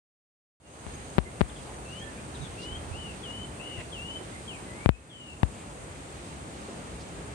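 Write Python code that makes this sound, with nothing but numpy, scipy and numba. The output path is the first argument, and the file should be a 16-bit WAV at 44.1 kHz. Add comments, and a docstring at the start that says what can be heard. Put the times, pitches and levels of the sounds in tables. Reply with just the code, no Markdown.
"""A songbird whistles a phrase of sliding notes from the scrub of a rocky cove, led in by buzzy chips.
The rocks throw its song back; behind it lie faint far birds, wind, shrilling insects and distant surf
with one brief soft wash. A hand-held camera is bumped and brushed as it pans. A loose contact pops
in its left channel, and the limiter ducks everything after the biggest pops."""
import sys
import numpy as np
from scipy import signal
from scipy.fft import rfft, irfft
from scipy.io import wavfile
from scipy.ndimage import uniform_filter1d, minimum_filter1d, map_coordinates
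from numba import njit

SR = 44100
rng = np.random.default_rng(int(sys.argv[2]) if len(sys.argv) > 2 else 0)


def wav_out(sig):
    """Save sig, one row per channel (or a flat mono array), as 16-bit PCM at SR to the path in sys.argv[1]."""
    wavfile.write(sys.argv[1], SR, np.round(np.clip(np.atleast_2d(sig).T, -1, 1) * 32767).astype(np.int16))


N = 323694
T = np.arange(N) / SR
HZ = np.maximum(np.arange(N // 2 + 1) * SR / N, 1e-3)

# short swells of noise, one a wash of surf and the rest camera bumps and scuffs:
# (peak time [s], level [dB], centre [Hz], spread [s], left minus right [dB])
NOISE_SWELLS = [(1.692, -49, 816, 0.031, -1), (2.427, -40, 109, 0.014, -16), (2.628, -54, 4530, 0.023, -15),
                (2.733, -42, 64, 0.04, -5), (2.922, -43.5, 88, 0.048, -14), (3.786, -41, 94, 0.0091, 13),
                (4.213, -47.5, 510, 0.0072, -19), (5.592, -56, 2450, 0.06, 0),
                (6.694, -41.5, 400, 0.0072, 3), (7.014, -54.5, 4700, 0.016, -8),
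                (7.294, -39, 300, 0.0035, 2)]
SURF_WASH_ROW = 7


def songbird(ahead_s=1.95, lead_s_per_s=0.000053):
    """The singer, louder on the left; as the camera pans, the left leads in time but its lean shrinks."""
    voice = chips() + phrase()
    panned_s = T - ahead_s
    lean_db = 10.5 - 1.1 * panned_s
    placed = cove(voice, lean_db, lag_s=-lead_s_per_s * panned_s, near_db=-13, far_db=-7.5)
    return placed + ledge_echoes(voice, panned_s)


def phrase(gain_db=-6, throat_hz=3030, throat_width_hz=1500):
    """Each note swoops to a turning pitch and slides on; the throat favours the middle of the range."""
    # whistled notes: (start [s], length [s], swoop length [s], start pitch [Hz], turning pitch [Hz],
    # end pitch [Hz], bend [-], relative level [dB], swell over the note [dB], trill depth [Hz])
    score = [ (1.847, 0.21, 0.035, 2640, 2666, 3370, -0.061, -45, 2.5, 30),
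             (2.568, 0.22, 0.047, 2540, 2836, 3266, -0.21, -41, 7.5, 19),
             (2.915, 0.22, 0.095, 2340, 3020, 2600, -0.4, -42.5, 2.5, 80),
             (3.225, .25, 0.064, 3610, 2840, 3058, 1.17, -40.5, 1, 14),
             (3.587, 0.25, 0.094, 2540, 2908, 2604, -0.95, -39.5, -1, 115),
             (3.914, 0.28, 0.083, 3670, 2678, 3086, 0.84, -38.5, 2, 16),
             (4.472, 0.12, 0.0172, 3470, 3195, 2140, 0.35, -40.5, -5, 51),
             (4.653, 0.235, 0.06, 2076, 1977, 2520, -0.35, -37, -3, 13),
             (4.893, 0.088, 0.06, 2510, 2560, 2570, 0, -41.5, 8, 8),
             (5.088, 0.27, 0.062, 3630, 3077, 2664, 0.064, -40, 2, 68), ]
    notes = []
    for start, length, swoop_s, start_hz, turn_hz, end_hz, bend, db, swell_db, trill_depth_hz in score:
        swoop = slide(start, swoop_s, start_hz, turn_hz, bend=0.94)
        onward = slide(start + swoop_s, length - swoop_s, turn_hz, end_hz, bend)
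        glide = np.where(T < start + swoop_s, swoop, onward)
        notes.append((start, length, glide, db, swell_db, trill_depth_hz))
    return undb(gain_db) * filtered(whistle(notes), band(throat_hz, throat_width_hz))


def chips(gain_db=-8.5, buzz_hz=205, buzz_depth=0.64):
    """Short falling notes lead into the phrase, roughened by a fast tremolo."""
    # chips: (start [s], length [s], start pitch [Hz], end pitch [Hz], relative level [dB])
    score = [(1.49, 0.03, 3450, 2700, -43), (1.548, 0.06, 3500, 3140, -48.5),
             (2.155, 0.068, 2520, 2140, -50), (2.34, 0.04, 4050, 2750, -42), (2.402, 0.08, 3890, 3180, -45)]
    notes = short_notes(score, bend=-0.72, swell_db=8, trill_depth_hz=40)
    buzz = 1 + buzz_depth * np.sin(2 * np.pi * buzz_hz * T)
    return undb(gain_db) * buzz * whistle(notes, waver_hz=126, flutter_db=2.2)


def whistle(notes, waver_hz=20, flutter_db=2.0, trill_rate_hz=109.8, attack_s=0.014, release_s=0.026):
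    """A near-pure syrinx tone glides through each note, swelling or fading; a trill shakes its pitch."""
    out = np.zeros(N)
    waver, flutter = wander(240), wander(86)
    trill_rate = trill_rate_hz * (1 + 0.08 * wander(29))
    trill = np.sin(2 * np.pi * np.cumsum(trill_rate) / SR)
    for start, length, glide, db, swell_db, trill_depth_hz in notes:
        i = np.arange(int(start * SR), int((start + length) * SR))
        t = T[i] - start
        hz = glide[i] + trill_depth_hz * trill[i] + waver_hz * waver[i]
        fades = np.clip(np.minimum(t / attack_s, (length - t) / release_s), 0, 1)
        envelope = undb(db + swell_db * (t / length - .5) + flutter_db * flutter[i]) * fades
        out[i] += np.sqrt(2) * envelope * np.sin(2 * np.pi * np.cumsum(hz) / SR)
    return out


def short_notes(score, bend, swell_db, trill_depth_hz):
    """Notes of a single glide each, ready to be whistled."""
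    for start, length, start_hz, end_hz, db in score:
        yield start, length, slide(start, length, start_hz, end_hz, bend), db, swell_db, trill_depth_hz


def slide(start, length, from_hz, to_hz, bend):
    """A curved pitch glide: bend 1 levels off, 0 is straight, -1 steepens."""
    progress = ramp(start, length)
    return from_hz + (to_hz - from_hz) * (progress + bend * progress * (1 - progress))


def ledge_echoes(voice, panned_s, lean_db=-1, rise_db_per_s=1):
    """Slapback from an overhang on the right, growing as the camera turns towards it."""
    # reflections off the ledges: (delay [s], relative level [dB])
    ledges = [(.03, -19.5), (.055, -27)]
    echoes = sum(undb(db) * delayed(voice, lag_s) for lag_s, db in ledges)
    return pan(lean_db) * undb(rise_db_per_s * panned_s) * echoes


def cove(x, lean_db, lag_s, near_db, far_db, near_t60=0.1, far_t60=0.44, rock_lean_db=-7):
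    """Direct sound reaches the two mic ports apart in time; rocks on the right scatter it into a tail."""
    out = pan(lean_db) * np.array([delayed(x, lag_s), x])
    for db, t60 in ((near_db, near_t60), (far_db, far_t60)):
        tail = rng.standard_normal((2, N)) * undb(-60 * T / t60) * (T > .004)
        tail /= np.linalg.norm(tail, axis=1, keepdims=True)
        out += pan(rock_lean_db) * undb(db) * filtered(x, rfft(tail))
    return out


def contact_pops(coupling_hz=160, low_cuts=((58, 3.6), (100, 1.3))):
    """Each voltage step sags through the coupling capacitor and rings the low-cut filters (Hz, Q)."""
    # jumps of the loose contact: (time [s], step before filtering [dB])
    steps = [(0.8663, -18.5), (1.183, 6), (1.1882, 1), (1.409, -2), (1.414, 3), (4.8601, 8), (4.8917, 13.5),
             (5.4315, -4.5), (5.4326, 1)]
    # a pop's edge, rounded with a thin snap on top: (frequency [Hz], gain [dB])
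    edge_eq = [(1000, -1), (2500, -3.5), (4000, -7), (5200, -14.5), (6200, -21), (8000, -19), (11000, -14),
               (13000, -22), (15000, -28), (16300, -45)]
    impulses = np.zeros(N)
    for time, db in steps:
        impulses[int(time * SR)] += undb(db)
    jf = 1j * HZ
    response = colour(edge_eq) * SR / (2 * np.pi * (jf + coupling_hz))
    for hz, q in low_cuts:
        response *= jf ** 2 / (jf ** 2 + jf * hz / q + hz ** 2)
    return filtered(impulses, response)


def handling():
    """Fingers and strap bump and scuff the camera body."""
    return sum(noise_swell(*row) for i, row in enumerate(NOISE_SWELLS) if i != SURF_WASH_ROW)


def finger_rubs(lean_db=-7):
    """Friction of a finger dragging beside the right port rings the camera's shell."""
    # drags: (peak time [s], level [dB], spread [s])
    drags = [(3.69, -52, 0.036), (3.784, -49, .012), (3.81, -44, 0.0093)]
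    # shell resonances: (centre [Hz], width [Hz], relative level [dB])
    modes = [(645, 91, 5), (1010, 170, -5), (1660, 460, -13), (2060, 220, -2), (2880, 1300, -14)]
    ringing = noise(sum(undb(db) * band(hz, width) for hz, width, db in modes))
    envelope = sum(undb(db) * swell(peak_s, spread_s) for peak_s, db, spread_s in drags)
    return pan(lean_db) * ringing * envelope


def far_birds(gain_db=2):
    """Faint pipings from further off on the right, mostly heard off the rocks."""
    # pipings: (start [s], length [s], start pitch [Hz], end pitch [Hz], relative level [dB])
    score = [(0.63, 0.058, 2830, 2790, -58), (1.24, 0.06, 2050, 2140, -59), (2.0, 0.12, 1780, 1754, -60),
             (4.32, 0.067, 2090, 2113, -55)]
    piping = undb(gain_db) * whistle(short_notes(score, bend=0, swell_db=0, trill_depth_hz=25))
    return cove(piping, lean_db=-7, lag_s=0.00026, near_db=5.5, far_db=-24)


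def surf_wash():
    """A brief soft wash of surf at about 5.6 s."""
    return noise_swell(*NOISE_SWELLS[SURF_WASH_ROW])


def surf_and_wind(sea_share=0.24, sea_lag_s=0.00038, port_gap_s=0.00055, bass_likeness=0.93):
    """Surf comes straight from the sea on the right and, with the wind, from all round the cove."""
    # tone of the bed: (frequency [Hz], relative level per Hz [dB])
    bed_eq = [(15, -46), (25, -36), (35, -36), (48, -2.5), (68, 1), (96, -4.5), (130, -2.5), (175, -5.5),
              (350, -8), (680, -11.5), (1280, -16), (1900, -20), (2600, -22), (3500, -25), (5000, -30),
              (6500, -38), (8450, -47), (14300, -110)]
    # its stereo balance: (frequency [Hz], left minus right [dB])
    balance = [(500, 0.5), (3500, 0), (4400, -5.5), (5300, -3.5), (6300, -21.5)]
    # its slow rise and fall: (time [s], level [dB])
    fader = [(.9, -42), (1.35, -42), (1.65, -41.5), (2.3, -41), (3.0, -40.5), (3.9, -42), (4.8, -41.5),
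             (5.6, -43), (6.1, -42.5), (6.7, -40.5), (7.3, -41)]
    mid, side, sea = rfft(rng.standard_normal((3, N))) * colour(bed_eq)
    alike = bass_likeness * np.sinc(2 * HZ * port_gap_s)  # diffuse sound matches only in the bass
    mid, side = mid * np.sqrt((1 + alike) / 2), side * np.sqrt((1 - alike) / 2)
    around = np.array([mid + side, mid - side])
    straight = np.array([sea * np.exp(-2j * np.pi * HZ * sea_lag_s), sea])
    lean = np.sqrt(colour(balance))
    spectra = (np.sqrt(1 - sea_share) * around + np.sqrt(sea_share) * straight) * np.array([lean, 1 / lean])
    octave = np.clip(np.log2(HZ / 64), 0, 6)
    bed = np.zeros((2, N))
    for k in range(7):  # each octave flickers on its own
        layer = irfft(spectra * np.maximum(1 - abs(octave - k), 0), N)
        bed += layer * undb(0.9 * wander(4.5))
    return unit(bed) * undb(np.interp(T, *np.transpose(fader)))


def insects(left_db=-54, right_db=-51, shimmer_db=0.5, throb_db=5.5):
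    """A shimmering chorus in the scrub; a few single insects stand out as thin, throbbing lines."""
    # tone of the chorus on each side: (frequency [Hz], relative level per Hz [dB])
    left_eq = [(5600, -18), (6250, -9.5), (7300, -6), (7900, -6), (8700, -4.5), (9200, -13.5),
               (9800, -14.5), (10300, -17), (12000, -28.5), (13800, -31.5), (15000, -55)]
    right_eq = [(5600, -19.5), (6300, -14), (8050, -5), (8300, 0.5), (8480, -0.5), (8750, 2.5),
                (9100, -1.5), (9350, -1), (9550, -8.5), (9800, -4.5), (10300, -30.5), (12000, -23),
                (13800, -31.5), (15000, -55)]
    # insects holding one pitch: (start [s], end [s], pitch [Hz], width [Hz], level [dB])
    soloists = [(0.56, 1.17, 6440, 170, -63), (1.7, 2.6, 6230, 150, -72), (4.298, 5.646, 7400, 160, -66.5),
                (5.595, 7.402, 7070, 220, -74)]
    turned = ramp(4.9, 0.45)  # the camera turns to the overhang and the chorus dips on the right
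    sides = (left_eq, left_db + turned), (right_eq, right_db - 2.5 * turned)
    out = np.array([noise(colour(eq)) * undb(db + shimmer_db * wander(70)) for eq, db in sides])
    for start, end, hz, width, db in soloists:
        gate = np.clip(np.minimum(T - start, end - T) / 0.05, 0, 1)
        shrill = np.array([noise(band(hz, width)) for _ in range(2)])
        out += shrill * gate * undb(db + throb_db * wander(40))
    return out


def noise_swell(peak_s, db, hz, spread_s, lean_db, dull_hz=7000, relative_width=0.65):
    """A band of noise with a soft top swells and fades."""
    soft = np.exp(-(HZ / dull_hz) ** 2)
    return pan(lean_db) * undb(db) * noise(band(hz, relative_width * hz) * soft) * swell(peak_s, spread_s)


def undb(db):
    """Decibels to gain."""
    return 10 ** (np.asarray(db) / 20)


def unit(x):
    """Scale to rms 1."""
    return x / np.sqrt(np.mean(x ** 2))


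def colour(points):
    """An EQ curve through (frequency [Hz], gain [dB]) points."""
    hz, db = np.transpose(points)
    return undb(np.interp(np.log(HZ), np.log(hz), db))


def band(hz, width):
    """The gain of a resonance applied twice."""
    return 1 / (1 + ((HZ - hz ** 2 / HZ) / width) ** 2)


def filtered(x, response):
    """Apply a frequency response."""
    return irfft(rfft(x) * response, N)


def noise(response):
    """Noise of rms 1 in the given colour."""
    return unit(filtered(rng.standard_normal(N), response))


def wander(rate_hz):
    """Smooth random modulation of rms 1."""
    return noise(np.exp(-(HZ / rate_hz) ** 2))


def pan(lean_db):
    """Left and right gains for a left-minus-right balance, fixed or moving."""
    return undb(np.vstack([lean_db, -lean_db]) / 2)


def ramp(start, length):
    """Rises evenly from 0 to 1."""
    return np.clip((T - start) / length, 0, 1)


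def swell(peak_s, spread_s):
    """A bell-shaped envelope peaking at 1."""
    return np.exp(-.5 * ((T - peak_s) / spread_s) ** 2)


def delayed(x, lag_s):
    """The same sound shifted by a fixed or moving time."""
    return map_coordinates(x, [(T - lag_s) * SR], order=3)


@njit
def peak_hold(excess, step):
    """Jump to every new peak, then let go at an even rate."""
    out, held = np.empty(len(excess)), 0.
    for i in range(len(excess)):
        held = max(excess[i], held - step)
        out[i] = held
    return out


def scene():
    """The cove and the handling in both channels, the pops in the left alone."""
    out = songbird() + far_birds() + surf_and_wind() + insects() + handling() + surf_wash() + finger_rubs()
    out[0] += contact_pops()
    return out


def record(dry, opens_s=0.6, fade_s=0.3, ceiling_db=-0.86, release_db_per_s=18, top_hz=16300):
    """The input opens low and fades up; a stereo-linked look-ahead limiter ducks it; the top is cut."""
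    x = dry * (0.1 + 0.9 * ramp(opens_s, fade_s)) * (T > opens_s)
    peak_db = 20 * np.log10(abs(x).max(axis=0) + 1e-9)
    excess_db = np.maximum(peak_db - ceiling_db, 0)
    ahead_db = -minimum_filter1d(-excess_db, size=41)
    duck_db = uniform_filter1d(peak_hold(ahead_db, release_db_per_s / SR), size=21)
    high_cut = signal.ellip(8, .2, 70, top_hz, fs=SR, output="sos")
    return signal.sosfilt(high_cut, x * undb(-duck_db))


dry = scene()
out = record(dry)
wav_out(out)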